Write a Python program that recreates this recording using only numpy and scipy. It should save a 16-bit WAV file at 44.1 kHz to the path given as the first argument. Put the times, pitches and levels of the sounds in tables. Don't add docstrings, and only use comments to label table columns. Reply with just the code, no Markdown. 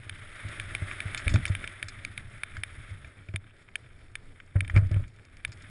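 import sys
import numpy as np
from scipy import signal
from scipy.fft import rfft, irfft, next_fast_len
from scipy.io import wavfile

SR = 44100
rng = np.random.default_rng(int(sys.argv[2]) if len(sys.argv) > 2 else 0)


def convert_level_to_amplitude(level_db):
    exponent = np.asarray(level_db, float) / 20
    return 10 ** exponent


def wav_out(sig):
    wavfile.write(sys.argv[1], SR, np.round(np.clip(np.atleast_2d(sig).T, -1, 1) * 32767).astype(np.int16))


N = 251359

# frequency in Hz, relative level in dB, time to die away by 60 dB in seconds.
CASE_MODES = [(664, -32.5, 0.029), (1350, -4, 0.0059), (1732, -3, 0.012), (1983, -2.5, 0.0062),
              (2333, 0, 0.011), (3144, -6, 0.012), (3578, -7.5, 0.023), (6670, -41, 0.011),
              (8360, -13, 0.015), (9520, -19.5, 0.021), (9800, -10.5, 0.013), (10920, -0.5, 0.022)]
# frequency in Hz, relative level in dB.
SCUFF_COLOUR = [(2500, -31.5), (3500, -10), (5400, -3.5), (6000, -24.5), (6600, -5.5), (8000, -11.5),
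                (10000, -39)]


def low_pass(x, hz):
    r = np.exp(-2 * np.pi * hz / SR)
    return signal.lfilter([1 - r], [1, -r], x)


def rms_one(x):
    return x / np.sqrt(np.mean(x ** 2) + 1e-20)


def drift(rate_hz):
    r = np.exp(-80 * np.pi * rate_hz / SR)
    white = rng.standard_normal(N // 40 + 2002)
    slow = signal.lfilter([1], [1, -2 * r, r * r], white)[2000:]
    return np.interp(np.arange(N) / 40, np.arange(len(slow)), rms_one(slow))


def coloured_noise(spectrum, patchy_db, flicker_per_s):
    size = next_fast_len(N)
    hz = np.maximum(np.arange(size // 2 + 1) * SR / size, 1)
    point_hz, point_db = np.transpose(spectrum)
    colour_db = np.interp(np.log(hz), np.log(point_hz), point_db, -90, -90)
    shaped = rfft(rng.standard_normal(size)) * convert_level_to_amplitude(colour_db)
    out, together = 0, drift(flicker_per_s)
    lowest, highest = np.floor(np.log2(point_hz[0])), np.log2(point_hz[-1])
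    for octave in np.arange(lowest, highest + 1):
        share = np.clip(1 - np.abs(np.log2(hz) - octave), 0, 1)
        flicker = convert_level_to_amplitude(patchy_db * (together + drift(flicker_per_s)))
        out = out + irfft(shaped * share, size)[:N] * flicker
    return rms_one(out)


def ring(force, modes):
    out, force = np.zeros(N), np.broadcast_to(force, (len(modes), N))
    for k, (hz, level_db, t60) in enumerate(modes):
        r = convert_level_to_amplitude(-60 / (t60 * SR))
        w = 2 * np.pi * hz / SR
        resonator = [1, -2 * r * np.cos(w), r * r]
        tone = signal.lfilter([0, np.sin(w)], resonator, force[k] + 1e-18)
        out += (-1) ** k * convert_level_to_amplitude(level_db) * tone
    return out


def spray_hiss(hiss_db):
    # frequency in Hz, relative level in dB.
    hiss_colour = [(250, -7.5), (330, -3.5), (480, -13.5), (600, -4.5), (720, -11.5), (980, -15),
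                   (1270, -1.5), (2200, 1), (2800, -12), (3550, -8.5), (4300, -23.5), (5450, -22.5),
                   (6000, -37.5), (6600, -24), (7600, -29.5), (8400, -16), (9000, -23.5), (9800, -11.5),
                   (10500, -1.5)]
    gust_db = 1.5
    puffs = convert_level_to_amplitude(hiss_db + gust_db * drift(36))
    return puffs * coloured_noise(hiss_colour, patchy_db=1.1, flicker_per_s=34)


def mount_shake(hiss_db, force):
    # frequency in Hz, relative level in dB.
    shake_colour = [(8.8, -14.5), (15, 5.5), (27, -2), (48, -10), (86, -1), (106, 1.5), (147, -12.5),
                    (300, -22.5), (390, -37.5), (660, -120)]
    shake_db, follows = -48.5, 0.53
    lag_hz = 2.5
    shudder_db, shudder_hz = 8, 5
    swing_db = follows * low_pass(hiss_db - hiss_db.mean(), lag_hz)
    shudder = SR / 1000 * low_pass(low_pass(force, shudder_hz), shudder_hz)
    shaking = convert_level_to_amplitude(shake_db + swing_db) + convert_level_to_amplitude(shudder_db) * shudder
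    return shaking * coloured_noise(shake_colour, patchy_db=2.5, flicker_per_s=6.8)


def scratches(per_s, length_hz):
    sizes = convert_level_to_amplitude(5.0 * np.minimum(rng.exponential(1, N), 3.5))
    chance = np.maximum(per_s, 0) * convert_level_to_amplitude(4 * drift(6)) / SR
    born = rng.random(N) < chance
    return low_pass(sizes * born, length_hz) * SR / (2 * np.pi * length_hz)


def crackle(hiss_db):
    taps_per_s = 160
    rough = scratches(taps_per_s, length_hz=119) * rng.standard_normal(N)
    lumps = low_pass(low_pass(rough, hz=2260), hz=2260)
    grain_envelope = scratches(taps_per_s / 10, length_hz=70) ** 0.45
    grains = grain_envelope * coloured_noise(SCUFF_COLOUR, patchy_db=-2.5, flicker_per_s=46)
    return convert_level_to_amplitude(.5 * hiss_db) * (convert_level_to_amplitude(-45.0) * ring(lumps, CASE_MODES) + convert_level_to_amplitude(-42.5) * grains)


def pushes():
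    # middle of the push in seconds, strength in dB, length in ms.
    bump_list = [(0.065, -40, 3.5), (0.448, -33, 4), (0.819, -25, 3.45), (1.054, -26.5, 4.1),
                 (1.268, -7, 13), (1.306, -19.5, 9.1), (1.340, -12, 3.5), (1.499, -18.5, 3.8),
                 (1.838, -39.5, 3.7), (2.578, -28.5, 9.1), (2.91, -29.5, 6.8), (3.287, -35, 3.16),
                 (3.34, -27.5, 3.16), (4.556, -15, 3.9), (4.62, -29.5, 3.7), (4.676, -32, 6.2),
                 (4.707, -21.5, 10), (4.743, -8, 11.5), (4.762, -10.5, 3.6), (4.781, -16.5, 4.7),
                 (4.822, -21.5, 4.2), (4.912, -19, 3.6), (4.942, -25.5, 3.6), (4.962, -19, 3.8),
                 (4.995, -28.5, 6), (5.487, -39.5, 3.5)]
    force = np.zeros(N)
    for middle_s, strength_db, push_ms in bump_list:
        length = max(round(push_ms * SR / 1000), 3)
        push = np.sin(np.linspace(0, np.pi, length))
        at = round(middle_s * SR) - length // 2
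        force[at:at + length] += convert_level_to_amplitude(strength_db + 3.5) * push / push.sum()
    return force


def bumps(force):
    # frequency in Hz, relative level in dB, time to die away by 60 dB in seconds.
    mount_modes = [(53.7, -7.5, 0.054), (96.7, 0.5, 0.17), (166.7, -5.5, 0.038), (345.4, -2, 0.042),
                   (636, 3.5, 0.062)]
    # frequency in Hz, relative level in dB.
    crunch_colour = [(200, 10.5), (350, -1.5), (600, 2.5), (900, -12), (1300, 0.5), (2200, -3),
                     (3500, -29.5), (6000, -40.5), (9700, -15.5)]
    swing = ring(force, mount_modes)
    swing_strain = convert_level_to_amplitude(-17) * low_pass(np.abs(swing), hz=60) ** 1.383
    push_strain = convert_level_to_amplitude(16.0) * low_pass(force, hz=25)
    crunch = coloured_noise(crunch_colour, patchy_db=3.5, flicker_per_s=47)
    return swing + (swing_strain + push_strain) * crunch


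def loose_part_hits():
    # start in seconds, strength in dB.
    ticks = [(0.0947, -21), (0.598, -18.5), (0.7497, -16), (1.0035, -18.5), (1.1463, -16), (1.2795, -14.5),
             (1.4536, -15.5), (1.5504, -18.5), (1.8273, -17.5), (2.177, -20), (2.434, -17.5),
             (2.6346, -15.5), (3.3597, -17), (3.7556, -15.5), (4.1538, -20.5), (4.6061, -17), (4.6781, -29),
             (4.9425, -32), (5.449, -15.5)]
    # start in seconds, strength in dB.
    rattles = [(0.8195, -31), (0.912, -25.5), (1.358, -15.5), (1.641, -24.5), (2.5672, -26),
               (3.0455, -32.5), (3.2863, -38.5), (3.338, -34.5), (3.687, -43), (4.4005, -35),
               (4.6473, -31.5), (4.6973, -25.5), (4.7527, -27.5), (4.7622, -20), (4.7741, -21),
               (4.9629, -39), (5.0382, -40)]
    # start in seconds, strength in dB, contact time in ms.
    glances = [(0.4863, -38, 1.2), (1.1754, -28.5, 4.5), (1.2914, -31, 5.7), (1.3386, -25.5, 2.4),
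               (1.4636, -28, 0.48), (1.4781, -33, 3.1), (1.6752, -25, 0.28), (1.8838, -31.5, 2.2),
               (1.8912, -40.5, 2.1), (2.0492, -22.5, 0.35), (4.9142, -38, 1.4), (5.079, -49, 1.7),
               (5.162, -49.5, 0.9), (5.251, -46, 1), (5.369, -43.5, 0.78), (5.477, -46, 2.5),
               (5.519, -44.5, 3), (5.5263, -43, 2.4), (5.574, -45, 0.47), (5.6214, -43, 1.8)]
    hits = [(s, db, -30.5, 0.86, 0) for s, db in ticks]
    hits += [(s, db, -30.5, 2.83, -10) for s, db in rattles]
    hits += [(s, db, -10, ms, 0) for s, db, ms in glances]
    return hits


def knocks():
    hits = loose_part_hits()
    force, scuffing = np.zeros((len(CASE_MODES), N)), np.zeros(N)
    t = np.arange(round(.05 * SR)) / SR
    chatter = 3.06 * low_pass(rng.standard_normal((len(hits), len(t))), hz=1620)
    octaves = np.maximum(np.log2(np.array(CASE_MODES)[:, :1] / 2000), 0)
    spread_db = 1.85
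    spots = convert_level_to_amplitude(spread_db * rng.standard_normal((len(hits), len(CASE_MODES), 1)))
    for (start_s, strength_db, scuff_db, contact_ms, dull_db), rough, spot in zip(hits, chatter, spots):
        contact_s = max(contact_ms, .05) / 1000
        blow = max(contact_ms - 1.3, .15) * rough * np.exp(-t / contact_s)
        blow[0], blow[round(.00043 * SR)] = 3.0, 6.0
        blow = blow / np.sqrt(np.sum(blow ** 2))
        at = round(start_s * SR)
        span = slice(at, at + len(t))
        force[:, span] += convert_level_to_amplitude(strength_db - 3.5 + dull_db * octaves) * spot * blow
        scuffing[span] += convert_level_to_amplitude(strength_db + scuff_db) * np.exp(-t / (2.72 * contact_s))
    scuff = scuffing * coloured_noise(SCUFF_COLOUR, patchy_db=-1.5, flicker_per_s=44)
    return ring(force, CASE_MODES) + scuff


def scene():
    # time in seconds, level in dB.
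    speed = [(0, -54.5), (.45, -45), (1.36, -43), (1.8, -50.5), (2.3, -54), (2.9, -52.5), (3.4, -65.5),
             (4.3, -63), (4.52, -66), (4.7, -58), (5.0, -57), (5.11, -67), (5.4, -62.5), (5.7, -55)]
    hiss_db = np.interp(np.arange(N) / SR, *np.transpose(speed))
    force = pushes()
    snow = spray_hiss(hiss_db) + crackle(hiss_db)
    mount = mount_shake(hiss_db, force) + bumps(force)
    return (snow + mount + knocks())[None]


def top_cut(x):
    return signal.sosfilt(signal.butter(12, 11480, fs=SR, output="sos"), x)


def record(dry):
    # frequency in Hz, relative level in dB.
    mic_colour = [(150, 2), (400, 1.5), (1000, -10), (3000, -19.5), (5500, -17.5), (6000, -37),
                  (6600, -23.5), (10500, -22)]
    noise_db, cutoff_hz = -65.5, 10827
    noisy = dry + convert_level_to_amplitude(noise_db) * coloured_noise(mic_colour, patchy_db=2.0, flicker_per_s=7.9)
    steep_cut = signal.cheby2(12, 48, cutoff_hz, fs=SR, output="sos")
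    finished = signal.sosfilt(steep_cut, noisy)
    return top_cut(finished)


dry = scene()
out = record(dry)
wav_out(out)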